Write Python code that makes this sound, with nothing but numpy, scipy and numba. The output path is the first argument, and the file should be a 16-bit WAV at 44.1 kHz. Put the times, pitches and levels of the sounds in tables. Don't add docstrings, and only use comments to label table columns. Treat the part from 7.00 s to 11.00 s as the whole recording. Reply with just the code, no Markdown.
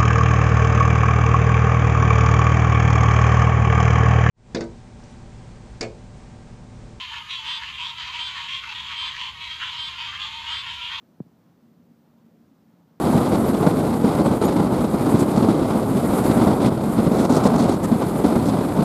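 import sys
import numpy as np
from scipy import signal
from scipy.fft import rfft, irfft, next_fast_len
from scipy.io import wavfile
from numba import njit

SR = 44100
rng = np.random.default_rng(int(sys.argv[2]) if len(sys.argv) > 2 else 0)


def bounce(signal):
    frames = np.transpose(np.atleast_2d(signal))
    limited = np.clip(frames, -1, 1)
    pcm = np.round(limited * 32767).astype(np.int16)
    wavfile.write(sys.argv[1], SR, pcm)


N = 176400
TIME_S = np.arange(N) / SR


# t/s, length/s, level/dB before EQ
CLOSE_HONKS = [(.458, 0.14, -31), (1.176, 0.13, -31), (1.958, 0.15, -31), (2.773, 0.13, -31),
               (3.49, 0.14, -30.5)]
# f/Hz, gain/dB
CLOSE_EQ = [(500, -36), (800, -6), (1200, 5.5), (1700, 1), (2250, -6.5), (2850, -7), (3150, -2.5),
            (3470, -3.5), (3790, -3), (4100, -1.5), (4410, -5.5), (4730, 1.5), (5050, -11.5), (5360, -4.5),
            (5700, -24), (6300, -14.5), (6900, -24.5), (7900, -3.5), (9000, -19), (15000, -30)]

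def close_frog(from_hz=3085, to_hz=3516, low_hz=958.6, low_offset_db=-24):
    bright, low = np.zeros((2, N))
    for start_s, length_s, db in CLOSE_HONKS:
        pulses, t = larynx(length_s, pulse_hz=316, rough=.025, sag=.005, release_s=.018)
        centre_hz = np.interp(t, [0, length_s], [from_hz, to_hz])
        add(bright, start_s, level(resonance(pulses, centre_hz, width_hz=266), db))
        add(low, start_s, level(steep_resonance(pulses, low_hz), db + low_offset_db))
    return equalise(bright, CLOSE_EQ) + low


NEIGHBOUR_HONKS = [ (-.03, 0.11, -37, 3080, .02, -49, 1000, 343.4, 0.48),
                   (0.068, 0.17, -39, 2990, 0.033, -45.5, 940, 315.6, 0.53),
                   (0.283, 0.092, -32, 3220, .05, -46.5, 1070, 348.8, 0.36),
                   (0.333, 0.091, -34, 3330, 0.037, -57, 975, 341, .15),
                   (0.433, 0.14, -33, 3170, 0.068, -44, 985, 320.5, 0.3),
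                   (0.545, 0.1, -39.5, 3010, 0.051, -46.5, 946, 302.2, 0.35),
                   (0.612, .12, -37.5, 3030, 0.038, -48.5, 1040, 350, 0.55),
                   (0.698, 0.18, -39, 3080, 0.035, -58, 1010, 343.4, 0.51),
                   (0.774, 0.1, -33, 3070, 0.2, -43, 1063, 316, 0.5),
                   (0.817, 0.11, -33.5, 3410, 0.19, -45.5, 983, 309.8, .45),
                   (0.957, 0.11, -35, 3130, 0.048, -49, 910, 312, 0.52),
                   (1.049, 0.093, -40, 3220, 0.056, -43.5, 1017, 347, .5),
                   (1.118, 0.12, -35.5, 3000, .04, -42.5, 990, 320.5, 0.22),
                   (1.253, 0.098, -40, 3130, .04, -67, 1070, 345.7, 0.54),
                   (1.348, 0.14, -37, 3130, 0.018, -45, 990, 313, 0.42),
                   (1.469, 0.14, -31, 3220, 0.14, -44.5, 1055, 354.6, 0.37),
                   (1.658, 0.097, -44, 3070, .04, -46.5, 900, 330, 0.54),
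                   (1.732, 0.17, -35, 3200, 0.023, -51.5, 986, 315.8, 0.52),
                   (1.866, 0.25, -35, 3100, 0.016, -44.5, 1014, 320.5, 0.32),
                   (2.171, 0.14, -33, 3040, 0.12, -43.5, 1008, 323.7, 0.79),
                   (2.389, .12, -37, 3320, 0.051, -55, 1015, 329.5, 0.65),
                   (2.484, 0.089, -35, 3240, .02, -52.5, 930, 323.4, 0.12),
                   (2.593, 0.13, -32.5, 3250, 0.24, -44, 996, 348, .55),
                   (2.705, 0.15, -38, 3290, 0.051, -46, 945, 318.6, 0.36),
                   (2.964, 0.13, -33.5, 3100, 0.07, -43.5, 970, 313, 0.3),
                   (3.185, 0.11, -32, 3330, 0.1, -46.5, 1040, 349.8, 0.45),
                   (3.316, 0.21, -40, 3300, .02, -50, 944, 325.2, 0.41),
                   (3.455, 0.12, -34, 3070, 0.18, -44.5, 1006, 320.7, 0.12),
                   (3.602, 0.14, -37.5, 2920, 0.048, -47.5, 1030, 346, .5),
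                   (3.669, 0.13, -37, 3140, .02, -47, 1020, 321.4, 0.16),
                   (3.796, 0.12, -33, 3220, .02, -47.5, 990, 318, 0.29),
                   (3.883, .13, -34, 3320, 0.19, -44.5, 1045, 336.7, 0.65)]
# f/Hz, gain/dB
NEIGHBOUR_EQ = [(800, -16), (1200, -9), (1700, 0.5), (2200, 3.5), (2850, -1.5), (3050, -4), (3210, 0),
                (3400, -3.5), (3900, -2), (4600, -4), (5600, -10), (6900, -11), (7900, -9.5), (9000, -21.5),
                (15000, -28)]

def neighbours():
    bright, low = np.zeros((2, N))
    for start_s, length_s, db, bright_hz, rise_oct, low_db, low_hz, pulse_hz, rough in NEIGHBOUR_HONKS:
        pulses, t = larynx(length_s, pulse_hz, rough)
        pulses = through_reeds(pulses, share=.81)
        centre_hz = bright_hz * 2 ** (rise_oct * (t / length_s - .5))
        add(bright, start_s, level(resonance(pulses, centre_hz, width_hz=276), db))
        add(low, start_s, level(steep_resonance(pulses, low_hz), low_db))
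    return equalise(bright, NEIGHBOUR_EQ) + low


# t/s, length/s, level/dB before EQ
RASP_CALLS = [(.112, .1, -36), (.592, .13, -35), (.98, .13, -36), (1.34, .11, -38), (1.612, .14, -33),
              (1.885, .075, -38), (2.117, .15, -34), (2.592, .12, -33), (3.115, .14, -35),
              (3.508, .12, -36), (3.888, .125, -33)]
# f/Hz, gain/dB
RASP_EQ = [(800, -16), (1000, -4.5), (1300, -0.5), (2000, -5), (2600, -4), (3200, -10.5), (4000, -4.5),
           (5500, -12.5), (7000, -16), (9000, -27), (15000, -39)]

def rasping_frogs(from_hz=1600, to_hz=3130, turn_s=.065, glide_s=.017):
    out = np.zeros(N)
    for start_s, length_s, db in RASP_CALLS:
        pulses, t = larynx(length_s, pulse_hz=230, rough=.6)
        pulses = through_reeds(pulses, share=1)
        sweep = (1 + np.tanh((t - turn_s) / glide_s / 2)) / 2
        centre_hz = from_hz + (to_hz - from_hz) * sweep
        add(out, start_s, level(resonance(pulses, centre_hz, width_hz=750), db))
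    return equalise(out, RASP_EQ)


# f/Hz, gain/dB
CROWD_EQ = [(740, -12.5), (850, -8), (930, 1.5), (1070, -2), (1200, -3.5), (1600, -9), (2100, -2.5),
            (2650, -1.5), (3000, 1), (3200, 4.5), (3400, -2.5), (3900, -5.5), (4700, -13.5), (5600, -23),
            (6800, -18), (8000, -30), (9000, -44.5), (15000, -56)]
# t/s, gain/dB
CROWD_ENVELOPE = [(0, 3.5), (.17, 2), (.26, -3), (.5, 3), (.75, -2.5), (.93, 1), (1.1, 3), (1.8, 0.5),
                  (2.25, 2), (2.35, -1.5), (2.5, 1.5), (2.93, 3), (3.4, 2), (4, -0.5)]

def far_crowd(count=120, length_s=.13, pulse_hz=330, pitch_spread=.13, spread_db=2.5):
    out = np.zeros(N)
    for turn, (timing, pitch, strength) in enumerate(rng.standard_normal((count, 3))):
        pulses, _ = larynx(length_s, pulse_hz * np.exp(pitch_spread * pitch), rough=.209, sag=.02197)
        start_s = (turn + timing / 2) / count * (N / SR + length_s) - length_s
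        add(out, start_s, level(scatter(pulses, t60_s=.081), spread_db * strength))
    swell_db = np.interp(TIME_S, *np.transpose(CROWD_ENVELOPE))
    return level(equalise(out, CROWD_EQ), -38.5 + swell_db)


# f/Hz, gain/dB
RUMBLE_EQ = [(12, -24), (20, -5), (27, -40), (53, -1.5), (70, 0.5), (134, -4), (204, -10.5), (323, -21),
             (416, -19), (528, -24), (660, -24), (700, -30.5), (910, -50), (1540, -120)]
# f/Hz, gain/dB
HISS_EQ = [(300, -11), (700, -6), (3000, 15), (9000, 0.5), (12000, 0.5), (15000, -4)]

def night_floor(rumble_top_hz=800, hum_hz=71.2):
    rumble, hiss = rng.standard_normal((2, N))
    lowpass = signal.butter(4, rumble_top_hz, fs=SR, output="sos")
    rumble = signal.sosfilt(lowpass, equalise(rumble, RUMBLE_EQ))
    hum = np.sin(2 * np.pi * hum_hz * TIME_S)
    return level(rumble, db=-53.5) + level(hum, db=-61) + level(equalise(hiss, HISS_EQ), db=-61)


# t/s, level/dB
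KATYDID_ENVELOPE = [(0, -72.5), (.9, -75), (1.05, -81), (1.5, -78), (1.65, -73), (2.0, -76), (2.15, -81),
                    (2.4, -77), (2.55, -71), (3.0, -74.5), (3.15, -79), (3.35, -71.5), (4, -71)]

def katydid(strokes_per_s=100):
    strokes = np.sin(np.pi * strokes_per_s * TIME_S) ** 2
    buzz = steep_resonance(strokes * rng.standard_normal(N), hz=10850, width_hz=1500)
    return level(buzz, np.interp(TIME_S, *np.transpose(KATYDID_ENVELOPE)))


def larynx(length_s, pulse_hz, rough, sag=0, release_s=.027):
    jitter, shimmer_db = .14, 6
    attack_s, fade_db = .025, -2.5
    count, half_taps = 110, 6
    t = np.arange(int(length_s * SR) + SR // 50) / SR
    spacing, strength = rng.standard_normal((2, count))
    slowing = 1 + sag * np.arange(count) / (pulse_hz * length_s)
    pulse_s = np.cumsum(np.exp(jitter * rough * spacing) / pulse_hz * slowing)
    gain = undb(shimmer_db * rough * np.clip(strength, -2, 2) + fade_db * pulse_s / length_s)
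    gain *= np.clip(pulse_s / attack_s, 0, 1) * np.clip((length_s - pulse_s) / release_s, 0, 1)
    in_call = pulse_s < length_s
    position = pulse_s[in_call, None] * SR
    taps = position.astype(int) + np.arange(-half_taps, half_taps + 1)
    offset = taps - position
    clicks = gain[in_call, None] * np.sinc(offset) * np.sinc(offset / (half_taps + 1))
    return np.bincount(taps.ravel(), clicks.ravel(), len(t)), t


@njit
def resonance(x, centre_hz, width_hz):
    out = np.empty(len(x))
    band_state, low_state = 0., 0.
    for i in range(len(x)):
        tuning = np.tan(np.pi * centre_hz[i] / SR)
        damping = width_hz / centre_hz[i]
        band = (band_state + tuning * (x[i] - low_state)) / (1 + tuning * (tuning + damping))
        band_state = 2 * band - band_state
        low_state += 2 * tuning * band
        out[i] = damping * band
    return out


def steep_resonance(x, hz, width_hz=206):
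    centre_hz = np.full(len(x), float(hz))
    return resonance(resonance(x, centre_hz, width_hz), centre_hz, width_hz)


def through_reeds(x, share):
    return np.sqrt(1 - share) * x + np.sqrt(share) * scatter(x, t60_s=.022)


def scatter(x, t60_s):
    t = np.arange(min(len(x), SR // 2)) / SR
    tail = rng.standard_normal(SR // 2)[:len(t)] * undb(-60 * t / t60_s)
    return signal.fftconvolve(x, tail / np.sqrt(np.sum(tail ** 2)))[:len(x)]


def equalise(x, points):
    size = next_fast_len(N + SR // 4, real=True) // 2 * 2
    hz, db = np.transpose(points)
    bin_hz = np.arange(size // 2 + 1) * SR / size
    log_gain = np.interp(np.log(bin_hz + 1), np.log(hz), db) * np.log(10) / 20
    cepstrum = irfft(log_gain)
    cepstrum[1:size // 2] *= 2
    cepstrum[size // 2 + 1:] = 0
    return irfft(rfft(x, size) * np.exp(rfft(cepstrum)))[:N]


def undb(db):
    return 10 ** (db / 20)


def level(x, db):
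    return x * undb(db) / np.sqrt(np.mean(x ** 2) + 1e-20)


def add(out, start_s, x):
    first = int(start_s * SR)
    lo, hi = max(first, 0), min(first + len(x), N)
    if hi > lo:
        out[lo:hi] += x[lo - first:hi - first]


def scene(echo_delay_s=.012, echo_db=-11.5, sac_cutoff_hz=825):
    near = close_frog() + neighbours() + rasping_frogs()
    frogs = near + far_crowd()
    add(frogs, echo_delay_s, undb(echo_db) * scatter(near, t60_s=.64))
    sac_highpass = signal.butter(9, sac_cutoff_hz, "high", fs=SR, output="sos")
    return (signal.sosfilt(sac_highpass, frogs) + night_floor() + katydid())[None]


def record(dry):
    top_hz = 15350
    return signal.sosfilt(signal.ellip(10, .2, 70, top_hz, fs=SR, output="sos"), dry)


dry = scene()
out = record(dry)
bounce(out)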